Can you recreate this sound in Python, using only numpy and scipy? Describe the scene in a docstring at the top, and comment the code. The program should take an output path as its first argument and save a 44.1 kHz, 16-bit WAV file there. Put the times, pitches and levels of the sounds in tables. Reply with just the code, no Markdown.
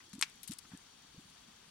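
"""Outdoors at the edge of a pool of thick mud, the microphone close, most of the action to its left.
Over faint steam and a low simmer, gas swells under the skin in gulps and small blisters start to snap.
A quarter of a second in, one bubble bursts with a sharp splat that the crater scatters.
Blisters spatter for another half second and flung mud lands in soft pats. The 1.7 seconds end
with quieter gulps, a few last pats and patches of fizz."""
import sys
import numpy as np
from scipy import signal
from scipy.fft import rfft, irfft
from scipy.io import wavfile

SR = 44100
rng = np.random.default_rng(int(sys.argv[2]) if len(sys.argv) > 2 else 0)


def transcribe(u):
    """Save the signal u as a 16-bit wav file named by the first command-line argument.

    u: samples, shape (n,) or (channels, n), limited to [-1, 1]; the rate is SR.
    q: integer samples, one column per channel.
    """
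    v = np.clip(np.atleast_2d(u).T, -1, 1)
    q = np.round(v * 32767).astype(np.int16)
    wavfile.write(sys.argv[1], SR, q)


N = 74970
T = np.arange(N) / SR

# Where the background sits at the microphone. Each row: frequency in Hz, left minus right in dB.
BALANCE = [(380, 0), (700, 1.5), (1290, 2.5), (2380, 5.5), (4400, 6), (8120, 5), (15000, 0.5)]
BLISTER_PAN_DB = 11   # left minus right


def from_db(db):
    """Decibels to gain."""
    return 10 ** (np.asarray(db) / 20)


def rms_one(x):
    """Scale to unit power."""
    return x / np.sqrt(np.mean(x ** 2) + 1e-20)


def at_hz(points, hz):
    """Read a table on a log-frequency axis."""
    table_hz, values = np.array(points).T
    return np.interp(np.log(hz), np.log(table_hz), values)


def pan(db):
    """Left and right gains whose mean is one, the left louder by db."""
    sides = from_db([[db / 2], [-db / 2]])
    return sides / sides.mean()


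def band(x, low_hz, high_hz, order=2):
    """Causal band-pass."""
    edges = np.clip([low_hz, high_hz], 10, [.4 * SR, .45 * SR])
    return signal.sosfilt(signal.butter(order, edges, "band", fs=SR, output="sos"), x + 1e-18)


def resonance(x, hz, width_hz):
    """A resonator with unit gain at its peak."""
    r = np.exp(-np.pi * width_hz / SR)
    feedback = [1, -2 * r * np.cos(2 * np.pi * hz / SR), r * r]
    return signal.lfilter((1 - r * r) / 2 * np.array([1, 0, -1]), feedback, x + 1e-18)


def drift(rate_hz):
    """A slow random wander with a spread of one."""
    hop, settle = 40, 2000
    r = np.exp(-2 * np.pi * rate_hz * hop / SR)
    steps = rng.standard_normal(N // hop + settle + 2)
    slow = signal.lfilter([1], [1, -2 * r, r * r], steps)[settle:]
    return np.interp(np.arange(N) / hop, np.arange(len(slow)), rms_one(slow))


def stereo_noise(alike):
    """White noise whose left and right have the correlation alike."""
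    mid, side = rng.standard_normal((2, N))
    return np.sqrt((1 + alike) / 2) * mid + np.sqrt((1 - alike) / 2) * side * [[1], [-1]]


def coloured(spectrum, alike):
    """Stereo noise with a given spectrum, at unit power."""
    hz = np.maximum(np.arange(N // 2 + 1) * SR / N, 1)
    return rms_one(irfft(rfft(stereo_noise(alike)) * from_db(at_hz(spectrum, hz)), N))


def dying(start, decay_s):
    """Zero before the start, then an exponential fall from one."""
    return (T >= start) * np.exp(-np.abs(T - start) / decay_s)


def bed(spectrum, edges_hz, level_db, flicker_db, flicker_hz):
    """Bands of stereo noise, each with its own flicker, width and balance."""
    # The middle range slowly grows. Each row: frequency in Hz, change in dB per second.
    swell = [(400, 0.5), (900, 1.5), (2400, 1.3), (5000, -0.5)]
    # Stereo width. Each row: frequency in Hz, left-right correlation.
    likeness = [(60, .98), (130, 1), (290, 0.64), (640, -0.52), (1410, 0.75), (3100, 0.22), (6820, -0.38),
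                (15000, -0.21)]
    out = 0
    for low, high in zip(edges_hz, edges_hz[1:]):
        hz = np.sqrt(low * high)
        db = at_hz(spectrum, hz) + at_hz(swell, hz) * (T - T.mean()) + flicker_db * drift(flicker_hz)
        noise = band(stereo_noise(at_hz(likeness, hz)), low, high, order=3)
        out = out + from_db(db) * noise * pan(at_hz(BALANCE, hz))
    return from_db(level_db) * out / out.mean(axis=0).std()


def steam():
    """Steam hisses faintly over the pool."""
    # Colour of the hiss. Each row: frequency in Hz, relative level in dB.
    spectrum = [(400, -3), (540, -8), (800, -3), (1150, -4), (1800, -6.5), (2600, -7), (3600, -4),
                (5000, -7.5), (6600, -5), (7600, -9.5), (9500, -10.5), (12000, -21.5), (16000, -21.5)]
    return bed(spectrum, np.geomspace(400, 17000, 22), level_db=-64.5, flicker_db=1.37, flicker_hz=24)


def simmer():
    """The pool simmers in a low rumble."""
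    # Colour of the rumble. Each row: frequency in Hz, relative level in dB.
    spectrum = [(12, -36), (20, -7), (27, -4), (53, -1), (87, -6.5), (208, 2.5), (280, -6.5), (500, -6.5),
                (650, -43), (1100, -120)]
    return bed(spectrum, np.geomspace(20, 400, 9), level_db=-70.5, flicker_db=2.5, flicker_hz=12)


def vent():
    """Steam rings faintly in its hollow opening."""
    # The vent's resonances. Each row: frequency in Hz, width in Hz, level in dB.
    modes = [(3245, 710, -71), (4510, 190, -72.5), (5685, 150, -75.5)]
    out = np.zeros((2, N))
    for hz, width_hz, db in modes:
        ring = resonance(stereo_noise(alike=0.17), hz, width_hz)
        ring = resonance(ring, hz, width_hz)   # twice, for steeper sides
        out += from_db(db) * rms_one(ring) * pan(at_hz(BALANCE, hz))
    return out


def fizz():
    """Patches of pinhead blisters fizz briefly."""
    # Each row: middle of the patch in seconds, half width in seconds, level in dB.
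    patches = [(.096, .006, -66.5), (.70, 0.1, -74), (1.025, .008, -73), (1.202, .016, -68.5),
               (1.26, 0.029, -76), (1.307, 0.014, -69.5), (1.41, .014, -73.5)]
    ticks_per_s = 1500
    ticks = (rng.random(N) < ticks_per_s / SR) * rng.standard_normal(N)
    swell = sum(from_db(db) * np.exp(-((T - middle) / width_s) ** 2) for middle, width_s, db in patches)
    return swell * rms_one(band(ticks, 6300, 11000)) * pan(BLISTER_PAN_DB)


def gliding_rings(rows, rise_s):
    """Brief tones that swell and fade while their pitch glides."""
    out = np.zeros(N)
    for start, length, start_hz, end_hz, db in rows:
        progress = np.clip((T - start) / length, 0, 1)
        cycles = length * (start_hz * progress + (end_hz - start_hz) * progress ** 2 / 2)
        rise = np.minimum(progress / min(rise_s / length, .5), 1)
        swell = np.sin(np.pi / 2 * rise) ** 2 * (1 - progress ** 2)
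        out += from_db(db) * swell * np.sin(2 * np.pi * cycles)
    return out


def gulps():
    """Gas pockets ring low for a few cycles, most rising in pitch as they near the surface."""
    # Each row: start in seconds, length in seconds, start and end pitch in Hz, level in dB.
    pockets = [(.1328, 0.024, 175, 255, -44), (.1495, .023, 215, 285, -45.5),
               (.1805, 0.014, 188, 356, -42.5), (.220, .021, 303, 364, -58.5), (.347, 0.03, 254, 180, -62),
               (.4937, .029, 131, 350, -38.5), (.524, 0.013, 110, 150, -51), (.649, 0.015, 203, 284, -57.5),
               (.7158, 0.013, 149, 205, -50.5), (.7335, 0.011, 162, 247, -38.5),
               (.7452, .0095, 207, 243, -40), (1.046, 0.0098, 220, 280, -56.5),
               (1.144, .011, 227, 344, -55), (1.156, 0.019, 384, 590, -63), (1.1775, 0.026, 58, 387, -47),
               (1.252, 0.0116, 130, 178, -53.5), (1.479, 0.021, 171, 219, -59.5),
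               (1.615, 0.018, 172, 135, -67)]
    return gliding_rings(pockets, rise_s=0.004)


def plips():
    """Short, high gliding rings: the burst's falling ring and a few small plips."""
    # Each row: start in seconds, length in seconds, start and end pitch in Hz, level in dB.
    high_rings = [(.004, 0.0066, 1910, 1990, -55.5), (.229, 0.0044, 5470, 5340, -31),
                  (.2305, 0.0069, 2803, 2170, -27.5), (.2395, .004, 4790, 4360, -44),
                  (.651, 0.011, 1300, 1340, -55.5), (.747, 0.028, 1750, 1680, -62.5)]
    return gliding_rings(high_rings, rise_s=0.0051) * pan(db=9.0)


def wet_contact(start, click_db, spray_db, decay_s, body):
    """A suction click and a dying spray of tiny grains, both coloured by the filter body."""
    suction = -1.0 * (np.arange(N) == int(start * SR))
    click = body(suction)
    grains = stereo_noise(alike=0.067) * from_db(2 * np.minimum(rng.exponential(1, N), 4))
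    spray = rms_one(body(grains)) * dying(start, decay_s)
    return from_db(click_db) * click / np.abs(click).max() + from_db(spray_db) * spray


def pats():
    """Lumps of flung mud land with a dull, broad slap."""
    # Each row: start in seconds, click in dB, centre in Hz, spray in dB, spray decay in seconds.
    lumps = [(.004, -56, 1570, -57, 0.022), (.133, -47.5, 1460, -58, 0.0067),
             (0.212, -28, 1600, -46.5, 0.014), (0.516, -52, 1110, -55, 0.016),
             (.648, -48.5, 1150, -61, 0.0026), (0.653, -47.5, 1610, -70, 0.0042),
             (0.717, -53, 1200, -55.5, 0.02), (0.746, -71, 1810, -61.5, 0.011),
             (.7937, -50.5, 1270, -67, 0.018), (1.361, -51, 1140, -59, 0.011),
             (1.371, -61, 2640, -61, 0.027)]
    width_octaves = 1.45
    spread = 2 ** (width_octaves / 2)
    out = np.zeros((2, N))
    for start, click_db, hz, spray_db, decay_s in lumps:
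        out += wet_contact(start, click_db, spray_db, decay_s,
                           body=lambda x: band(x, hz / spread, hz * spread, order=4))
    return out * from_db([[0], [-6.0]])   # weaker on the right


def snaps():
    """Each blister of wet skin gives a bright crack and rings briefly at a pitch set by its size."""
    # Each row: start in seconds, click in dB, ring in Hz, ring gain in dB, spray in dB,
    # spray decay in seconds, top of the band in Hz.
    blisters = [(0.131, -60, 4030, -3, -45.5, 0.011, 10300), (0.1364, -44, 4450, -11, -49, 0.0022, 10000),
                (0.1518, -36.5, 4000, -15, -49, .003, 11000), (.193, -31, 8000, 2, -52, 0.0099, 11000),
                (0.2122, -19, 7400, 25, -42, 0.0016, 10000), (0.2136, -13, 8300, 11, -35.5, .0075, 10200),
                (.2269, -15.5, 8700, 16, -42, 0.0017, 9400), (0.2987, -46, 8600, 21, -48.5, 0.0024, 12000),
                (.3415, -46, 7500, 20, -60, .002, 11000), (.358, -49, 10000, 18, -62, .003, 13000),
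                (.3865, -49, 9000, 18, -62, .002, 12000), (.4320, -32, 10600, 9, -39.5, .0045, 12200),
                (0.438, -43, 10900, -8, -46.5, .011, 11900), (0.4765, -35, 8600, 13, -38, 0.0097, 15600),
                (0.4828, -40, 4660, 20, -45, 0.012, 11000), (0.5103, -36, 9400, -4, -38, .003, 12500),
                (0.517, -32, 8300, 8, -39, 0.0047, 11500), (0.5192, -37, 3520, 2, -40.5, 0.012, 11700),
                (0.535, -28, 8400, 28, -36, 0.0023, 10000), (0.5862, -29, 9000, 28, -41, .0015, 15500),
                (.589, -27.5, 4600, -3, -41, 0.0041, 11600), (.7750, -34.5, 8600, 27, -53, .0011, 11000)]
    out = np.zeros((2, N))
    for start, click_db, ring_hz, ring_db, spray_db, decay_s, top_hz in blisters:
        def blister(x):
            """Crack plus ring, with a soft top."""
            crack = band(x, 2800, 12600)
            ring = from_db(ring_db) * resonance(x, ring_hz, width_hz=1600)
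            return band(crack + ring, 670, top_hz, order=3)
        out += wet_contact(start, click_db, spray_db, decay_s, blister)
    return out * from_db([[0], [-BLISTER_PAN_DB]])


def burst():
    """The gas escapes in one pulse, the cavity rings and the crater scatters the sound."""
    # The opened cavity. Each row: frequency in Hz, gain in dB, seconds to fall by 60 dB.
    cavity_modes = [(2230, -33, 0.029), (2538, -65, 0.037), (3000, -62, 0.065), (5530, -39, 0.014)]
    # Colours of a very short swell of noise leading into the pop, the crater's scatter and its
    # lingering ring. Each row: frequency in Hz, relative level in dB.
    lead_in_colour = [(500, -48), (1000, 15), (2400, 5), (5400, -4), (9000, -5), (14000, -28)]
    scatter_colour = [(300, -47), (600, -10), (950, 2), (1600, 2), (2400, 8), (3500, 6), (5400, 4),
                      (9000, -4.5), (12000, -13), (16000, -27)]
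    tail_colour = [(300, -13), (1000, 5), (2400, 17), (4500, 1), (9000, -2), (16000, -18)]
    start, pulse_width_s = .2256, 0.000099
    lead_in_rise_s, scatter_rise_s = 0.0009, 0.0033
    age = np.maximum(T - start, 0)
    lead_in_swell = (T < start) * np.exp(-np.abs(T - start) / lead_in_rise_s)
    lead_in = from_db(-30) * lead_in_swell * coloured(lead_in_colour, alike=0.91)
    widths = (T - start) / pulse_width_s
    pressure = (3 * widths ** 2 - 1) / (1 + widths ** 2) ** 3
    pulse = from_db(-6) * band(pressure, 85, 9000)
    cavity = -sum(from_db(db - 60 * age / t60) * np.sin(2 * np.pi * hz * age)
                  for hz, db, t60 in cavity_modes)
    scatter_swell = dying(start, decay_s=0.0082) * (1 - np.exp(-age / scatter_rise_s))
    scatter = from_db(-27.5) * scatter_swell * coloured(scatter_colour, alike=0.45)
    tail = from_db(-50) * dying(start, decay_s=0.045) * coloured(tail_colour, alike=0.11)
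    splat = (lead_in + pulse + cavity + scatter) * pan(db=7.5) + tail * pan(db=5.0)
    return band(splat, 830, 16600, order=4)   # the small bubble and its crater hold no bass


def scene():
    """Bubbling mud, mostly left of the microphone, over steam and simmer."""
    return steam() + simmer() + vent() + fizz() + gulps() + plips() + pats() + snaps() + burst()


def record(dry):
    """The top is cut steeply."""
    cutoff_hz = 16200
    return signal.sosfilt(signal.ellip(10, .1, 70, cutoff_hz, fs=SR, output="sos"), dry)


dry = scene()
out = record(dry)
transcribe(out)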